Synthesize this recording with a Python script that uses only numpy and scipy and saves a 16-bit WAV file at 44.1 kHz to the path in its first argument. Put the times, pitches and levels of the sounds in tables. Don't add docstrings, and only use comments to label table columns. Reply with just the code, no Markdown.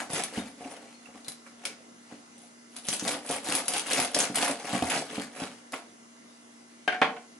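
import sys
import numpy as np
from scipy import signal
from scipy.fft import rfft, irfft
from scipy.io import wavfile
from scipy.ndimage import uniform_filter1d

SR = 44100
rng = np.random.default_rng(int(sys.argv[2]) if len(sys.argv) > 2 else 0)


def store_wav(level_fs):
    pcm = np.round(np.clip(np.atleast_2d(level_fs), -1, 1) * 32767)
    wavfile.write(sys.argv[1], SR, pcm.T.astype(np.int16))


N = 325899

# frequency in Hz, relative level in dB per Hz.
CRUST_SPECTRUM = [(1470, -19), (2500, -0.5), (5010, -5.5), (7260, -4), (10500, 5), (11000, -1),
                  (14300, -29), (22000, -120)]
# frequency in Hz, relative level in dB per Hz.
CRUMB_SPECTRUM = [(700, -14.5), (1250, -3), (1570, -2), (2200, -2.5), (2600, -5.5), (4000, -13.5)]


def sawing():
    breaks = swarm(per_s=1100, spread_db=4, ring_s=.0005, clump_db=1)
    drag = swarm(per_s=500, spread_db=2.0, ring_s=0.0033, clump_db=0.77)
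    crust = colour(breaks, lambda hz: gain_of(read(CRUST_SPECTRUM, hz)))
    crumb = colour(0.62 * breaks + 0.79 * drag, lambda hz: gain_of(read(CRUMB_SPECTRUM, hz)))
    board = colour(0.36 * breaks + 1.03 * drag, board_gain)
    crust_level, crumb_level, board_level = pressure()
    return (crust_level * shifting(crust, patchy_db=3.5)
            + crumb_level * shifting(crumb, patchy_db=3.0)
            + board_level * shifting(board, patchy_db=4.0))


# time the teeth bite fully in seconds, swell in seconds, hold in seconds,
# level in dB, depth from 0 (top crust) to 1 (down at the board).
SAW_STROKES = [(0.0, .03, 0.0057, -37.5, 0.59), (0.136, 0.013, 0.065, -35, 0.7),
               (0.365, 0.1, 0.025, -40, 0.55), (2.764, 0.044, 0.0083, -45.5, 0.12),
               (2.866, 0.038, 0.097, -41, 0), (3.052, 0.079, 0.084, -35.5, 0.38),
               (3.296, 0.055, 0.054, -34, 0.37), (3.458, 0.033, 0.14, -34, 0.26),
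               (3.718, 0.082, 0.065, -35, 0.26), (3.896, 0.068, 0.14, -31.5, 0.35),
               (4.149, 0.015, 0.099, -33, 0.46), (4.364, 0.032, 0.13, -32.5, 0.53),
               (4.725, 0.18, 0.041, -37.5, 0.6), (4.932, 0.22, 0.053, -32.5, 0.43),
               (5.133, 0.19, 0.096, -44, 0.76), (5.371, 0.071, 0.096, -45, 0.64)]
# start of the hold in seconds, swell in seconds,
# hold in seconds, level in dB, depth from 0 (dry crust) to 1 (weight on the board).
LOAF_RUSTLES = [(0.097, 0.0068, 0.027, -45, .7), (0.458, 0.086, 0.035, -51.5, 0.47),
                (0.611, 0.066, 0.15, -53, 0.64), (0.8, 0.068, 0.14, -59.5, 0.67),
                (1.05, 0.096, 0.03, -62.5, 1), (1.155, .04, 0.023, -57.5, 1),
                (1.263, .04, 0.035, -60, 0.69), (1.462, .03, 0.013, -57.5, 0.8),
                (1.656, 0.071, 0.048, -49.5, 0.8), (2.121, 0.089, 0.012, -58, 1),
                (2.375, 0.036, 0.095, -61, 0.081), (4.108, .03, .02, -51, 0.17),
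                (4.595, .03, 0.0076, -45.5, 0.66), (5.51, 0.056, 0.074, -60, 0.55),
                (5.733, 0.014, 0.015, -42.5, 0.47), (5.87, 0.056, 0.079, -70, .5)]


def pressure():
    swell_db, arch_db, release_db_per_s = 19, 2.5, 283
    top_db = np.array([[1], [-7], [-7]])
    deeper_db = np.array([[-11.5], [11], [9.5]])
    t, power = np.arange(N // 64 + 2) * 64 / SR, 0
    for s, swell_s, hold_s, db, depth in SAW_STROKES + LOAF_RUSTLES:
        arch = np.sin(np.pi * np.clip((t - s) / hold_s, 0, 1))
        rise = swell_db * np.maximum(s - t, 0) / swell_s
        fall = release_db_per_s * np.maximum(t - s - hold_s, 0)
        shape_db = db + arch_db * arch - rise - fall
        power = power + gain_of(shape_db + top_db + deeper_db * depth) ** 2
    return [np.interp(np.arange(N) / SR, t, row) for row in np.sqrt(power)]


# frequency in Hz, width in Hz, relative level in dB.
BOARD_MODES = [(233, 166, -6.5), (286.6, 54, 1.5), (458, 146, -4.5), (560, 107, 1), (717.7, 69, 3.5),
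               (804, 266, -1.5), (1088, 40, -10)]


def board_gain(hz):
    power = sum(gain_of(db) ** 2 / (1 + (2 * (hz - f) / width) ** 2) ** 2 for f, width, db in BOARD_MODES)
    return np.sqrt(power)


def swarm(per_s, spread_db, ring_s, clump_db):
    struck = rng.random(N) < per_s / SR
    size = gain_of(spread_db * np.minimum(rng.exponential(1, N), 4)) * struck
    power = signal.lfilter([1], [1, -np.exp(-2 / (ring_s * SR))], size ** 2)
    clumps = evened(uniform_filter1d(uniform_filter1d(rng.standard_normal(N), 500), 500))
    return evened(np.sqrt(power) * gain_of(clump_db * clumps) * rng.standard_normal(N))


def shifting(x, patchy_db):
    z = signal.stft(x, nperseg=256)[2]
    patches = rng.standard_normal(z.shape[::-1]).T
    patches = evened(uniform_filter1d(uniform_filter1d(patches, 5, 0), 4, 1))
    return evened(signal.istft(z * gain_of(patchy_db * patches), nperseg=256)[1][:N])


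# start in seconds, dry peak level in dB, centre in Hz.
CRUST_CRACKS = [(0.1033, -22, 10300), (0.111, -22, 9600), (0.1333, -13, 9600), (0.155, -13, 3000),
                (0.2372, -5, 10550), (0.3745, -25, 9200), (1.057, -36, 2740), (1.247, -26, 3980),
                (1.283, -16, 10600), (1.3195, -21.5, 10500), (1.653, -13.5, 2320), (2.7653, -16.5, 10800),
                (2.886, -8.5, 5940), (2.9354, -8.5, 8800), (2.9963, -13, 6020), (3.0787, -5.5, 3500),
                (3.264, -21, 9500), (3.2913, -11.5, 11500), (3.312, -10.5, 3660), (3.4988, -11, 11000),
                (3.5516, -2, 11300), (3.682, -8, 10600), (3.7375, -6, 2940), (3.7955, -8.5, 3000),
                (3.8686, -15.5, 10800), (3.921, -21, 9300), (4.1467, -5, 5130), (4.189, -4.5, 9500),
                (4.203, -4, 6480), (4.3465, -19, 9500), (4.357, -6, 10000), (4.413, -15, 9500),
                (4.432, -12, 2000), (4.445, -10, 10000), (4.512, -12, 8900), (4.9018, -9, 2320),
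                (4.979, -28, 9300), (5.3615, -28, 2100), (5.7223, -18, 11300)]


def cracks():
    tick_s, splinter_t60_s, splinter_share = .0005, .075, .6
    out, t, hz = np.zeros(N), np.arange(4096) / SR, np.fft.rfftfreq(4096, 1 / SR)
    fade = np.exp(-t / tick_s) + splinter_share * gain_of(-60 * t / splinter_t60_s)
    for s, db, centre_hz in CRUST_CRACKS:
        shape = 0.5 + np.exp(-(np.log((hz + 1) / centre_hz) / 0.15) ** 2)
        shape = shape * hz / (hz + 1500)
        snap = rng.standard_normal(4096) + 4 * (t == 0)
        burst = evened(irfft(rfft(snap) * shape)) * fade
        add(out, s, gain_of(db) * burst / abs(burst).max())
    return out


# start in seconds, dry peak level in dB, mean pitch in Hz, length in seconds.
CRUST_SQUEAKS = [(0.39, -43, 3700, 0.017), (0.702, -48, 9300, 0.029), (0.937, -57.5, 4300, 0.025),
                 (1.056, -46.5, 2710, 0.01), (1.255, -53, 4030, 0.013), (1.279, -45, 4030, 0.015)]


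def squeaks():
    out = np.zeros(N)
    for s, db, hz, length_s in CRUST_SQUEAKS:
        count = min(round(length_s * SR), 4000)
        wander = uniform_filter1d(rng.standard_normal(4000), 90)[:count]
        turns = np.cumsum(hz * (1 + .15 * wander)) / SR
        add(out, s, gain_of(db) * np.sin(2 * np.pi * turns) * signal.windows.tukey(count, .5))
    return out


# start in seconds, dry peak level in dB, dullness from 0 to 1.
BOARD_BUMPS = [(0.102, -30.5, 0.36), (0.1333, -24, 0.65), (0.375, -21, 0.6), (0.53, -41.5, 0.4),
               (0.608, -33, 0.2), (0.63, -40, 0), (0.655, -31.5, 0.44), (0.76, -49, .1), (0.835, -44, 0.2),
               (1.088, -39.5, 0.05), (1.157, -40.5, 0.75), (1.28, -37.5, 0.66), (1.52, -51, 0.4),
               (1.572, -47, 0), (1.805, -44.5, 0.06), (2.123, -34.5, 0.46), (2.885, -25, 0.57),
               (3.461, -33, 0.47), (3.023, -26, 0.9), (3.99, -17, 0.14), (4.299, -26.5, 0.73),
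               (4.732, -20, 0.7), (4.749, -17.5, 0.04), (4.8231, -13, 0.46), (4.839, -19.5, 0),
               (4.965, -24, 0.06), (5.179, -23, 0.68), (5.419, -25, 0.44)]


def bumps():
    tap_db_per_octave, scuff_s = 9, .004
    out, t = np.zeros(N), np.arange(4096) / SR
    for s, db, dull in BOARD_BUMPS:
        dull = np.clip(dull, 0, 1)
        lean_db = tap_db_per_octave * (1 - 2 * dull)
        ring = 0
        for f, width, mode_db in BOARD_MODES:
            level = gain_of(mode_db + lean_db * np.log2(f / 500))
            ring = ring + level * np.exp(-.7 * np.pi * width * t) * np.sin(2 * np.pi * f * t)
        push_s = 0.000092 * gain_of(15.8 * dull)
        push = t / push_s * np.exp(-t / push_s)
        grit = rng.standard_normal(4096) * np.exp(-t / scuff_s)
        scuff = signal.oaconvolve(grit, push)[:len(t)]
        sound = signal.oaconvolve(evened(push) + 1.16 * evened(scuff), ring)[:len(t)]
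        add(out, s, gain_of(db) * sound / abs(sound).max())
    return out


# frequency in Hz, relative level in dB, time to fall 60 dB in seconds.
BLADE_MODES = [(730, 7, 0.08), (1490, 4.5, 0.095), (1578, 6, 0.055), (1720, 4, 0.031), (1920, 3.5, 0.024),
               (2490, -19, 0.17), (3100, -12, 0.16)]
# frequency in Hz, relative level in dB, time to fall 60 dB in seconds.
COUNTER_MODES = [(268, -3, 0.031), (458, -4.5, 0.16), (583, -5, 0.1), (774, -0.5, 0.11), (856, 0, 0.073),
                 (1076, -3.5, 0.098), (1361, -3, 0.063), (1660, -8, 0.056), (1992, -6, 0.03),
                 (2214, -3, 0.037), (2780, -29, 0.051), (3286, -15, 0.12)]
# frequency in Hz, relative level in dB per Hz.
CLATTER_SPECTRUM = [(80, -22), (200, -4.5), (600, -8.5), (2000, 2.5), (3000, -6), (4500, -17.5),
                    (7000, -29), (11000, -36.5)]
# start in seconds,
# dry peak level in dB, share of blade against counter from 0 to 1, length of the contact in seconds.
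KNIFE_KNOCKS = [(5.733, -26.5, .05, 0.0022), (6.8777, -12.5, .85, 0.005), (6.924, -21, .7, 0.015),
                (6.946, -26, .9, 0.005), (7.016, -7.5, .1, 0.0015), (7.028, -18.5, .1, 0.002),
                (7.041, -20.5, .05, 0.004), (7.095, -34, .2, 0.01), (7.165, -34.5, .9, 0.0025)]


def ringing(modes, t):
    return sum(gain_of(db - 60 * t / t60) * np.sin(2 * np.pi * f * t + k)
               for k, (f, db, t60) in enumerate(modes))


def knocks():
    out, t = np.zeros(N), np.arange(12000) / SR
    blade, counter = ringing(BLADE_MODES, t), ringing(COUNTER_MODES, t)
    for s, db, share, contact_s in KNIFE_KNOCKS:
        share = np.clip(share, 0, 1)
        grit = rng.standard_normal(len(t))
        rattle = (0.043 * grit + (t == 0)) * np.exp(-t / max(contact_s, .0005))
        ring = evened(signal.oaconvolve(rattle, share * blade + (1 - share) * counter)[:len(t)])
        puff = grit * np.exp(-t / 0.016) * (1 - np.exp(-t / 0.00027))
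        clatter = evened(colour(puff, lambda hz: gain_of(read(CLATTER_SPECTRUM, hz))))
        sound = ring + gain_of(-2 - 1.4 * share) * clatter
        add(out, s, gain_of(db) * sound / abs(sound).max())
    return out


# frequency in Hz, rms level in dB about which it wavers.
FRIDGE_TONES = [(118, -80.5), (236.9, -58), (296.1, -70.5), (651.4, -71.5), (1362, -73.5), (2008, -71.5),
                (2067, -72), (2837, -74), (5023, -76), (5911, -71), (6616, -71), (8802, -78), (10045, -78)]


def refrigerator():
    t, out = np.arange(N) / SR, np.zeros((2, N))
    for hz, db in FRIDGE_TONES:
        slow = evened(uniform_filter1d(rng.standard_normal((2, N // 441 + 2)), 6))
        level, drift = (np.interp(t, np.arange(len(v)) / 100, v) for v in slow)
        turns = hz * t + 0.00077 * hz ** .5 * np.cumsum(drift) / 441 + rng.random()
        apart = np.arccos(np.clip(read(PORT_LIKENESS, hz), -1, 1))
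        out += np.sqrt(2) * gain_of(db + 0.74 * level) * np.sin(2 * np.pi * turns + [[0], [apart]])
    return out


# frequency in Hz, relative level in dB per Hz.
AIR_SPECTRUM = [(15, -78), (25, -54), (178, -16.5), (235, -5.5), (422, -11), (1710, -17), (2050, -18),
                (2580, -22), (5820, -21), (11000, -24.5), (14300, -84), (22000, -120)]
# frequency in Hz, left-right likeness from -1 to 1.
PORT_LIKENESS = [(60, -0.071), (220, 1), (840, -0.38), (3120, 0.05), (11600, 0.069)]


def air():
    air_db = -55.5
    frames, hz = N // 256 + 5, np.fft.rfftfreq(1024, 1 / SR)
    a, b, c, d, patches = rng.standard_normal((frames, 513, 5)).T
    patches = evened(uniform_filter1d(uniform_filter1d(patches, 12, 0), 14, 1))
    same = np.clip(read(PORT_LIKENESS, hz), -1, 1)[:, None]
    left, other = a + 1j * b, c + 1j * d
    z = np.array([left, same * left + np.sqrt(1 - same ** 2) * other])
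    z *= gain_of(read(AIR_SPECTRUM, hz)[:, None] + 1.6 * patches)
    return gain_of(air_db) * evened(signal.istft(z, nperseg=1024, noverlap=768)[1][:, :N])


# frequency in Hz, time to fall 60 dB in seconds.
KITCHEN_T60 = [(150, 0.36), (500, 0.44), (2000, 0.23), (5000, 0.29), (11000, 0.14)]
# frequency in Hz, gain of the side reflections in dB.
SIDE_GAIN = [(100, -28), (350, -22.5), (840, -13.5), (2000, -9.5), (4800, -4.5), (8000, -7), (11600, -3)]
# frequency in Hz, left minus right in dB.
PORT_TILT = [(1000, -0.1), (2500, -0.6), (4800, 2.5), (9000, 1.3), (11600, 2.5)]


def ports(x):
    right_late_s = .00002

    def kitchen():
        return tail(lambda hz: read(KITCHEN_T60, hz))

    echo = reflect(x, lambda: np.concatenate([np.zeros(300), kitchen()]))
    side = reflect(x, lambda: tail(lambda hz: np.full_like(hz, .02)) + kitchen())
    hz = np.fft.rfftfreq(N, 1 / SR)
    mid = rfft(x + gain_of(-7) * echo)
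    side = rfft(side) * gain_of(read(SIDE_GAIN, hz))
    lean = gain_of(read(PORT_TILT, hz) / 2) * np.exp(1j * np.pi * hz * right_late_s)
    return irfft([(mid + side) * lean, (mid - side) / lean], N)


def reflect(x, make_tail):
    turns, out = np.arange(N) / SR * 2.3, 0
    for k in range(3):
        share = np.sqrt(2 / 3) * np.cos(2 * np.pi * (turns + k / 3))
        out = out + signal.oaconvolve(x * share, make_tail())[:N]
    return out


def tail(t60):
    hz, t, z = signal.stft(rng.standard_normal(SR // 2), SR, nperseg=128)
    taps = signal.istft(z * gain_of(-60 * t / t60(hz)[:, None]), SR, nperseg=128)[1]
    return taps / np.linalg.norm(taps)


def gain_of(db):
    return 10 ** (np.asarray(db) / 20)


def evened(x):
    return x / np.sqrt(np.mean(x ** 2) + 1e-20)


def read(points, hz):
    f, value = np.transpose(points)
    return np.interp(np.log(hz + 1), np.log(f + 1), value)


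def add(mix, s, sound):
    part = mix[round(s * SR):][:len(sound)]
    part += sound[:len(part)]


def colour(x, gain):
    log_gain = np.log(np.maximum(gain(abs(np.fft.fftfreq(4096, 1 / SR))), 1e-5))
    taps = np.fft.ifft(np.exp(np.conj(signal.hilbert(log_gain)))).real[:2048]
    return signal.oaconvolve(x, taps)[..., :x.shape[-1]]


def scene():
    board = sawing() + cracks() + squeaks() + bumps() + knocks()
    board = signal.sosfilt(signal.butter(2, 150, "high", fs=SR, output="sos"), board)
    return ports(board) + refrigerator() + air()


def record(dry):
    taps = signal.firwin(401, 11180, window=("kaiser", 8), fs=SR)
    return signal.oaconvolve(dry, taps[None], "same")


dry = scene()
out = record(dry)
store_wav(out)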